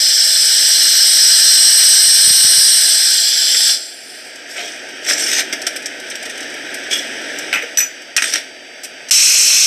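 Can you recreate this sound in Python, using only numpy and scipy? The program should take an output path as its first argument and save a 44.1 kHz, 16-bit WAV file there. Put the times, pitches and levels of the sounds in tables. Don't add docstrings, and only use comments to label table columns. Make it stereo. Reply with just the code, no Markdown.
import sys
import numpy as np
from scipy import signal
from scipy.io import wavfile
from scipy.ndimage import uniform_filter1d, minimum_filter1d

SR = 44100
rng = np.random.default_rng(int(sys.argv[2]) if len(sys.argv) > 2 else 0)


def store_pcm(level_fs):
    pcm = np.round(np.clip(level_fs, -1, 1) * 32767).astype(np.int16)
    wavfile.write(sys.argv[1], SR, np.atleast_2d(pcm).T)


N = 426006
CUT_START_S, CUT_END_S = 9.102, 9.1095
FRAME, HOP = 1024, 256
HZ = np.fft.rfftfreq(FRAME, 1 / SR)
FRAME_S = np.arange(N // HOP + 5) * HOP / SR


def amp(db):
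    return 10 ** (np.asarray(db) / 20)


def evened(x):
    return x / np.sqrt(np.mean(x ** 2) + 1e-20)


def bells(rows, hz):
    return sum(db / (1 + (2 * (hz - f) / width) ** 2) for f, width, db in rows)


def colour(points, rings, hz):
    f, db = np.transpose(points)
    db = np.interp(np.log(hz + 1), np.log(f), db) + bells(rings, hz)
    heard_power = np.mean(amp(db + bells(MICROPHONE, hz)) ** 2)
    return db - 10 * np.log10(heard_power)


def curve(rows, t, order=1):
    rows = np.array(rows)
    return np.interp(t, rows[:, 0], rows[:, order])


def level(rows, order=1):
    t = np.arange(N) / SR
    edge = np.clip(np.minimum(t - rows[0][0], rows[-1][0] - t) / .002, 0, 1)
    return amp(curve(rows, t, order)) * edge


def noise(db, patchy_db, flicker_db):
    real, imag, patches, flicker = rng.standard_normal((len(FRAME_S), len(HZ), 4)).T
    patches = uniform_filter1d(patches, size=8, axis=0)
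    patches = evened(uniform_filter1d(patches, size=14, axis=1))
    flicker = evened(uniform_filter1d(flicker, size=120, axis=0))
    field = amp(patchy_db * patches + flicker_db * flicker)
    white = real + 1j * imag
    shaped = white / np.sqrt(np.mean(field ** 2)) * field * amp(db.reshape(len(HZ), -1))
    overlap = FRAME - HOP
    unit = signal.istft(white, nperseg=FRAME, noverlap=overlap)[1].std()
    return signal.istft(shaped, nperseg=FRAME, noverlap=overlap)[1][:N] / unit


def burst(s, length, t60):
    t = np.arange(N) / SR - s
    return np.clip(t / 0.00044, 0, 1) * amp(-60 * np.maximum(t - length, 0) / t60)


# t/s, level/dB
WASH = [(0, -33.5), (3.4, -35), (3.75, -32.5), (3.85, -37.5), (4.76, -29), (5.0, -29.5), (5.15, -24.5),
        (6.0, -28), (6.4, -26.5), (7.45, -23.5), (7.9, -32), (8.16, -33.5), (8.29, -28.5), (8.59, -34.5),
        (9.1, -32.5)]
# f/Hz, density/dB per Hz
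WASH_QUIET = [(40.0, -54), (150.0, -17), (300.0, -7), (700.0, 1), (1700.0, -14), (2600.0, 4.5),
              (3800.0, -8.5), (5300.0, -5.5), (7000.0, -9.5), (8700.0, -16.5), (10500.0, -27),
              (12500.0, -32), (15400.0, -64)]
WASH_LOUD = [(40.0, -37), (150.0, -24.5), (300.0, -8), (700.0, -6), (1700.0, -17.5), (2600.0, -2),
             (3800.0, -13), (5300.0, -10.5), (7000.0, -15.5), (8700.0, -19.5), (10500.0, -31.7),
             (12500.0, -36), (15400.0, -68.8)]
# f/Hz, width/Hz, level/dB
HUMS = [(256, 28, 5), (338, 6.2, 8), (473, 21, 1.5), (680, 33, 2.5)]
HOLLOWS = [(4450, 610, -8), (7200, 300, -7), (1060, 110, -1.5), (11250, 150, -4)]
# f/Hz, peak level/dB
TONES = [(360, -52), (490, -55), (2642, -48), (4682, -39)]


def wash():
    loud = np.clip((curve(WASH, FRAME_S) + 36) / 9, 0, 1)
    resonances = HUMS + HOLLOWS
    db = np.outer(colour(WASH_QUIET, resonances, HZ), 1 - loud)
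    db += np.outer(colour(WASH_LOUD, resonances, HZ), loud)
    t = np.arange(N) / SR
    hiss = noise(db, patchy_db=.6, flicker_db=.8) * amp(curve(WASH, t))
    drift = np.cumsum(rng.standard_normal((len(TONES), N)), axis=1) * .01
    tones = sum(amp(db) * np.sin(2 * np.pi * hz * t + d) for (hz, db), d in zip(TONES, drift))
    return hiss + tones * (t < CUT_START_S)


# t/s, level/dB before decay
POPS = [(2.082, -23), (2.231, -28.5), (2.254, -28), (2.276, -17.5), (2.306, -16.5), (2.448, -15),
        (2.579, -20)]


def pops():
    out = np.zeros(N)
    for s, db in POPS:
        cycles = np.arange(SR // 30) / SR * 170
        at = round(s * SR)
        out[at:at + len(cycles)] -= amp(db) * np.sin(2 * np.pi * cycles ** 0.49) * np.exp(-1.6 * cycles)
    return out


# t/s, rate/per s
DRIPPING = [(5.4, 1), (5.9, 10), (6.6, 14), (7.2, 6), (7.6, 0)]
DRIP_DB, DRIP_SPREAD_DB, DRIP_T60_S = -38, 3, 0.057


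def drips():
    t = np.arange(N) / SR
    landed = rng.random(N) < curve(DRIPPING, t) / SR
    drops = landed * amp(DRIP_DB + DRIP_SPREAD_DB * rng.standard_normal(N))
    return signal.lfilter([1], [1, -amp(-60 / (DRIP_T60_S * SR))], drops)


# t/s, level
# above 4 kHz/dB, level below 4 kHz/dB, length/s
SPLATS_AND_TICKS = [(3.544, -38, -20.5, 0.0068), (3.604, -32, -20, .005), (4.357, -28, -43, .0005),
                    (4.888, -38, -47, 0.0018), (5.526, -17, -17, 0.0093), (5.617, -22, -31, 0.0032),
                    (5.667, -11, -13, 0.0056), (5.76, -17.5, -25.5, 0.0086), (5.822, -31, -45, .006),
                    (5.858, -18, -23, 0.0052), (5.999, -29, -45, .004), (6.099, -25.5, -38, .007),
                    (6.113, -43, -24.5, 0.0082), (6.154, -26, -24.5, .005), (6.227, -25, -36, .005),
                    (6.253, -27, -36, 0.011), (6.296, -27, -29, 0.0094), (6.375, -29, -30, .007),
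                    (6.405, -26, -45, .004), (6.428, -31, -28, .004), (6.5, -31, -45, .004), (6.54, -28, -40, .003),
                    (6.742, -22, -30, 0.007), (7.215, -31, -45, .003), (7.387, -17, -37, .001),
                    (8.019, -36, -49, .003), (8.834, -24.5, -33, 0.019), (9.086, -27, -37, .012)]
# f/Hz, density/dB per Hz
SPRAY = [(4000, -20), (6500, -8), (8500, 3.5), (10500, -12), (13000, -15), (14500, -28), (15400, -45)]
SPLAT_T60_S, SPRAY_DB = 0.049, -11


def splats_and_ticks():
    high, low = drips(), np.zeros(N)
    for s, high_db, low_db, length in SPLATS_AND_TICKS:
        shape = burst(s, length, SPLAT_T60_S)
        high += amp(high_db) * shape
        low += amp(low_db) * shape
    spray = amp(SPRAY_DB) * high * noise(colour(SPRAY, [], HZ), patchy_db=1.4, flicker_db=1.5)
    return high, low, spray


# t/s, level/dB, f/Hz, t60/s
THUDS = [(4.585, -23, 702, 0.29), (4.63, -30, 428, .2), (5.108, -20, 581, 0.12), (5.672, -18, 690, 0.068),
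         (7.559, -27, 202, 0.1), (7.631, -17, 480, 0.099)]


def thuds():
    out, t = np.zeros(N), np.arange(SR // 5) / SR
    for s, db, hz, t60 in THUDS:
        at = round(s * SR)
        onset = np.clip(t / 0.0033, 0, 1)
        out[at:at + len(t)] += amp(db - 60 * t / t60) * np.sin(2 * np.pi * hz * t) * onset
    return out


def stroke(s, rise, hold, t60):
    t = np.arange(N) / SR - s
    swell_db = -22 * np.clip(1 - t / rise, 0, 1)
    return (t > 0) * amp(swell_db - 60 * np.maximum(t - rise - hold, 0) / t60)


# t/s, rise/s, hold/s, t60/s, level above 4 kHz/dB, level below 4 kHz/dB, singing level/dB
DRAGS = [(4.466, 0.031, 0.13, 1, -30.5, -46, -54), (4.538, 0.04, 0.05, 0.37, -42.5, -23, -50),
         (5.029, 0.059, 0.046, 0.12, -15.5, -18, -26), (5.15, 0.031, 0.22, 0.069, -17, -23, -35),
         (5.276, .11, 0.02, .12, -24, -19, -29), (6.901, 0.013, 0.016, 0.38, -22, -26.5, -13),
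         (7.533, .01, .03, 0.23, -51, -35, -46), (8.218, .004, 0.073, 0.26, -19.5, -24, -32),
         (8.325, 0.014, 0.023, 0.23, -25.5, -18, -40)]
# f/Hz, width/Hz, level/dB
SING = [(2310, 220, 13), (2840, 200, 10), (3370, 330, 17)]


def drags(rub_points):
    strokes = np.array([stroke(*row[:4]) for row in DRAGS])
    high, low, sing = amp(np.array(DRAGS)[:, 4:]).T @ strokes
    sing = sing * noise(colour(rub_points, SING, HZ), patchy_db=2.7, flicker_db=4.0)
    catches = (rng.random(N) < 250 / SR) * rng.uniform(.1, .9, N)
    catches = uniform_filter1d(catches, size=40)
    decay = np.exp(-1 / (0.0029 * SR))
    rough = evened(0.92 + signal.lfilter([1], [1, -decay], catches))
    return rough * high, rough * low, sing


# t/s, level above 4 kHz/dB, level below 4 kHz/dB, t60/s, ring level/dB
KNOCKS = [(5.099, -14, -16, 0.04, -40), (5.11, -23, -16, 0.044, -40), (5.132, -25, -27, .054, -40),
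          (5.332, -16, -32, .05, -37), (6.912, -33, -34, 0.074, -50), (7.5284, -23, -9.5, .1, -27),
          (7.538, -36, -15, .2, -17.5), (7.547, -38, -23, 0.13, -21), (7.558, -43, -21, .25, -25),
          (7.623, -38, -26.5, 0.17, -26), (7.773, -12, -19.5, 0.062, -1), (7.785, -14, -20, 0.072, 1),
          (7.794, -22, -24, 0.033, -3), (7.804, -24, -20, 0.25, -5.5), (8.165, -1.5, -8, 0.059, -24),
          (8.179, -30, -9.5, 0.1, -40), (8.222, -13, -11.5, 0.052, -27), (8.242, -22, -18.5, 0.065, -34),
          (8.324, -23, -29, .05, -30), (8.337, -11, -21, 0.031, -15), (8.357, -19, -21, 0.035, -27)]
# f/Hz, level relative to the ring/dB, t60/s at a knock t60 of HELD_T60_S
CLINK = [(2480, -14, .17), (3548, -19, .12), (5001, -20, .2), (5826, -14, .2), (5975, 0, .22),
         (6000, -8, .4), (6912, -4, .3), (7957, -7, .13), (7985, -19, .4), (9265, -23, .15),
         (11830, -9, .1), (12060, -11, .1)]
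# f/Hz, width/Hz, level/dB
CLUNK = [(200, -43), (600, -16), (1200, -3.5), (1700, -21.5), (2600, 8.5), (3200, -7.5), (4200, -35),
         (8000, -54)]
CLUNK_RINGS = [(1380, 80, 5.5), (1930, 80, 12), (2100, 95, 0.5), (2400, 88, 0.5), (2970, 46, 5)]
HELD_T60_S = .31
TICK_GAIN, TICK_T60_S = 1.4, .012
CRACK_DB, CRACK_HZ = 16, 3200


def knocks():
    high, clunk = np.zeros(N), np.zeros(N)
    clack, ring = np.zeros(N + SR), np.zeros(N + SR)
    t = np.arange(SR // 2) / SR
    u = (np.pi * (CRACK_HZ * t - 1)) ** 2
    crack = (1 - 2 * u) * np.exp(-u)
    turns = rng.random((len(KNOCKS), len(CLINK)))
    for (s, high_db, low_db, t60, ring_db), turn in zip(KNOCKS, turns):
        blow = burst(s, 0, t60) + TICK_GAIN * burst(s, 0, TICK_T60_S)
        high += amp(high_db) * blow
        clunk += amp(low_db) * blow
        at = round(s * SR)
        clack[at:at + len(t)] += amp(low_db + CRACK_DB) * crack
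        modes = np.zeros(len(t))
        for (hz, db, full_t60), phase in zip(CLINK, turn):
            mode_t60 = full_t60 * t60 / HELD_T60_S
            modes += amp(ring_db + db - 60 * t / mode_t60) * np.sin(2 * np.pi * (hz * t + phase))
        ring[at:at + len(t)] = modes
    body = noise(colour(CLUNK, CLUNK_RINGS, HZ), patchy_db=1.5, flicker_db=1.5)
    return high, clunk * body + (ring + clack)[:N]


# f/Hz, density/dB per Hz
RUB = [(40.0, -55), (150.0, -45), (300.0, -16), (700.0, -15.5), (1700.0, -19.5), (2600.0, -4),
       (3800.0, -11.5), (5300.0, -0.5), (7000.0, -1), (8700.0, -4.5), (10500.0, -20.5), (12500.0, -17),
       (15400.0, -64)]
# f/Hz, width/Hz, level/dB
RUB_RINGS = [(1650, 100, -15.5), (2300, 67, 3), (2900, 130, 1.5), (3570, 136, 2.5), (5610, 115, 2),
             (7900, 240, -5.5)]
NO_BASS_HZ = 300


def dripper():
    rub = colour(RUB, RUB_RINGS, HZ)
    heard = amp(rub + bells(MICROPHONE, HZ)) ** 2
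    above = 1 / (1 + (4000 / (HZ + 1)) ** 12)
    parts = []
    for share in (above, 1 - above):
        part_db = rub + 10 * np.log10(share / np.mean(share * heard) + 1e-9)
        parts.append(noise(part_db, patchy_db=2.5, flicker_db=2.5))
    drag_high, drag_low, sing = drags(RUB)
    splat_high, splat_low, spray = splats_and_ticks()
    knock_high, knock_body = knocks()
    high = drag_high + splat_high + knock_high
    low = drag_low + splat_low
    rattle = high * parts[0] + low * parts[1] + spray + sing + knock_body
    return signal.lfilter(*signal.butter(2, NO_BASS_HZ, "high", fs=SR), rattle) + thuds()


# t/s, level/dB, share of the thin steamy spray (0-1), fizz f/Hz
SPOUT = [(0, -9.5, 0.37, 8000), (.8, -6, 0.15, 7770), (1.5, -4, 0.05, 8200), (2.6, -5.5, 0.1, 9270),
         (3.1, -9, 0.38, 8380), (3.35, -9.5, 0.75, 7700), (3.72, -7.5, 0.7, 8170), (3.78, -22.5, .7, 8100),
         (3.97, -35, 0.85, 9400), (4.2, -34, .6, 9200), (4.45, -46, 0.7, 8000)]
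# f/Hz, width/Hz, level/dB
FULL = [(40.0, -39), (150.0, -62), (300.0, -59), (700.0, -22), (1700.0, -23.5), (2600.0, -13), (3800.0, -6),
        (5300.0, 5), (7000.0, -9), (8700.0, 2.5), (10500.0, -25.5), (12500.0, -14.5), (15400.0, -56)]
FULL_RINGS = [(2975, 290, 8.5), (4150, 120, 11.5), (5330, 160, -3.5), (5550, 350, 3), (7270, 520, 4),
              (8090, 110, 6), (11900, 530, 9.5)]
THIN = [(40, -46), (150, -55), (300, -62), (700, -19), (1700, -24.5), (2600, -10.5), (3800, 2.5),
        (5300, 2.5), (7000, -11), (8700, -9.5), (10500, -14), (12500, -21.5), (15400, -33)]
THIN_RINGS = [(3380, 310, 3.5), (3500, 100, 3), (3820, 250, -19), (4780, 310, 4.5), (5210, 99, 5),
              (7440, 460, 19), (5770, 400, -3), (9500, 270, 11), (12900, 400, 6)]
INTO_KETTLE = [(40.0, -38), (150.0, -54), (300.0, -33.5), (700.0, -39), (1700.0, -23), (2600.0, -5),
               (3800.0, -16.5), (5300.0, -4.5), (7000.0, -5.5), (8700.0, -9.5), (10500.0, -16),
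               (12500.0, -21), (15400.0, -42)]
KETTLE_RINGS = [(1740, 290, -19), (2640, 210, 10), (4170, 490, 11.5), (5450, 210, 8.5), (6100, 240, 7.5),
                (6900, 650, 13.5), (1115, 200, 20.5), (8200, 200, 7), (11650, 260, 8)]
FIZZ_FROM_HZ, FIZZ_DB_PER_KHZ = 7660, 6
WHISTLE_HZ, WHISTLE_WIDTH_HZ, WHISTLE_DB, WHISTLE_FADE_S = 5150, 170, 8, .5
KETTLE_DB, KETTLE_SAG_DB_PER_S = -5, -3.5
KETTLE_SPURT_DB, KETTLE_SPURT_T60_S = -2, .04


def spout():
    t = np.arange(N) / SR
    thin = np.clip(curve(SPOUT, FRAME_S, order=2), 0, 1)
    db = np.outer(colour(FULL, FULL_RINGS, HZ), 1 - thin)
    db += np.outer(colour(THIN, THIN_RINGS, HZ), thin)
    fizz_hz = curve(SPOUT, FRAME_S, order=3)
    fizz_db = FIZZ_DB_PER_KHZ * (fizz_hz - FIZZ_FROM_HZ) / 1e3
    db += bells([(fizz_hz, 1500, fizz_db), (1.37 * fizz_hz, 1500, 0.31 * fizz_db)], HZ[:, None])
    whistle_db = WHISTLE_DB * np.exp(-FRAME_S / WHISTLE_FADE_S)
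    db += bells([(WHISTLE_HZ, WHISTLE_WIDTH_HZ, whistle_db)], HZ[:, None])
    db[:, FRAME_S > CUT_START_S - .5] = colour(INTO_KETTLE, KETTLE_RINGS, HZ)[:, None]
    kettle = amp(KETTLE_DB + KETTLE_SAG_DB_PER_S * (t - CUT_END_S)) * (t > CUT_START_S)
    spurt = amp(KETTLE_SPURT_DB) * burst(CUT_END_S, 0, KETTLE_SPURT_T60_S)
    return noise(db, patchy_db=0.9, flicker_db=1.47) * (level(SPOUT) + kettle + spurt)


def nook(x):
    t = np.arange(SR // 4) / SR
    echoes = (rng.random(len(t)) < 2000 / SR) * rng.choice([-1., 1.], len(t))
    taps = echoes * amp(-60 * t / 0.21) * (t > .002)
    return x + amp(-10.5) * signal.oaconvolve(x, taps / np.linalg.norm(taps))[:N]


def scene():
    return np.tile(nook(wash() + dripper() + spout()) + pops(), (2, 1))


# f/Hz, width/Hz, level/dB
MICROPHONE = [(826, 25, -6.5), (1070, 291, -20.5), (1673, 520, 16.5), (2673, 394, -9.5), (4270, 480, -4),
              (4600, 300, -6.5), (5100, 760, 1), (5820, 500, 1.5), (6903, 825, -14.5), (7890, 150, 5.5),
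              (9300, 370, 5), (9870, 1370, -13.5), (10740, 460, 7), (11330, 103, -13), (11360, 190, 9),
              (13600, 140.0, -9), (14160.0, 770.0, 7)]
BAND_EDGE_HZ = 15470


def record(dry):
    hz = np.fft.rfftfreq(4096, 1 / SR)
    log_gain = np.log(amp(bells(MICROPHONE, hz)))
    circle = np.r_[log_gain, log_gain[-2:0:-1]]
    taps = np.fft.ifft(np.exp(np.conj(signal.hilbert(circle)))).real[:2048]
    x = signal.oaconvolve(dry, taps[None], axes=1)[:, :N]
    peak = -minimum_filter1d(-abs(x), size=88, axis=1)
    x = x / uniform_filter1d(np.maximum(peak / 1.04, 1) ** 0.43, size=88, axis=1)
    x = 1.05 * np.tanh(x / 1.355)
    x = signal.lfilter(*signal.butter(1, 45, "high", fs=SR), x)
    t = np.arange(N) / SR
    x = x * np.clip(np.maximum(CUT_START_S - t, t - CUT_END_S) / .0005, 0, 1)
    band_limit = signal.firwin(1023, BAND_EDGE_HZ, window=("kaiser", 9), fs=SR)
    return signal.oaconvolve(x, band_limit[None], "same")


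dry = scene()
out = record(dry)
store_pcm(out)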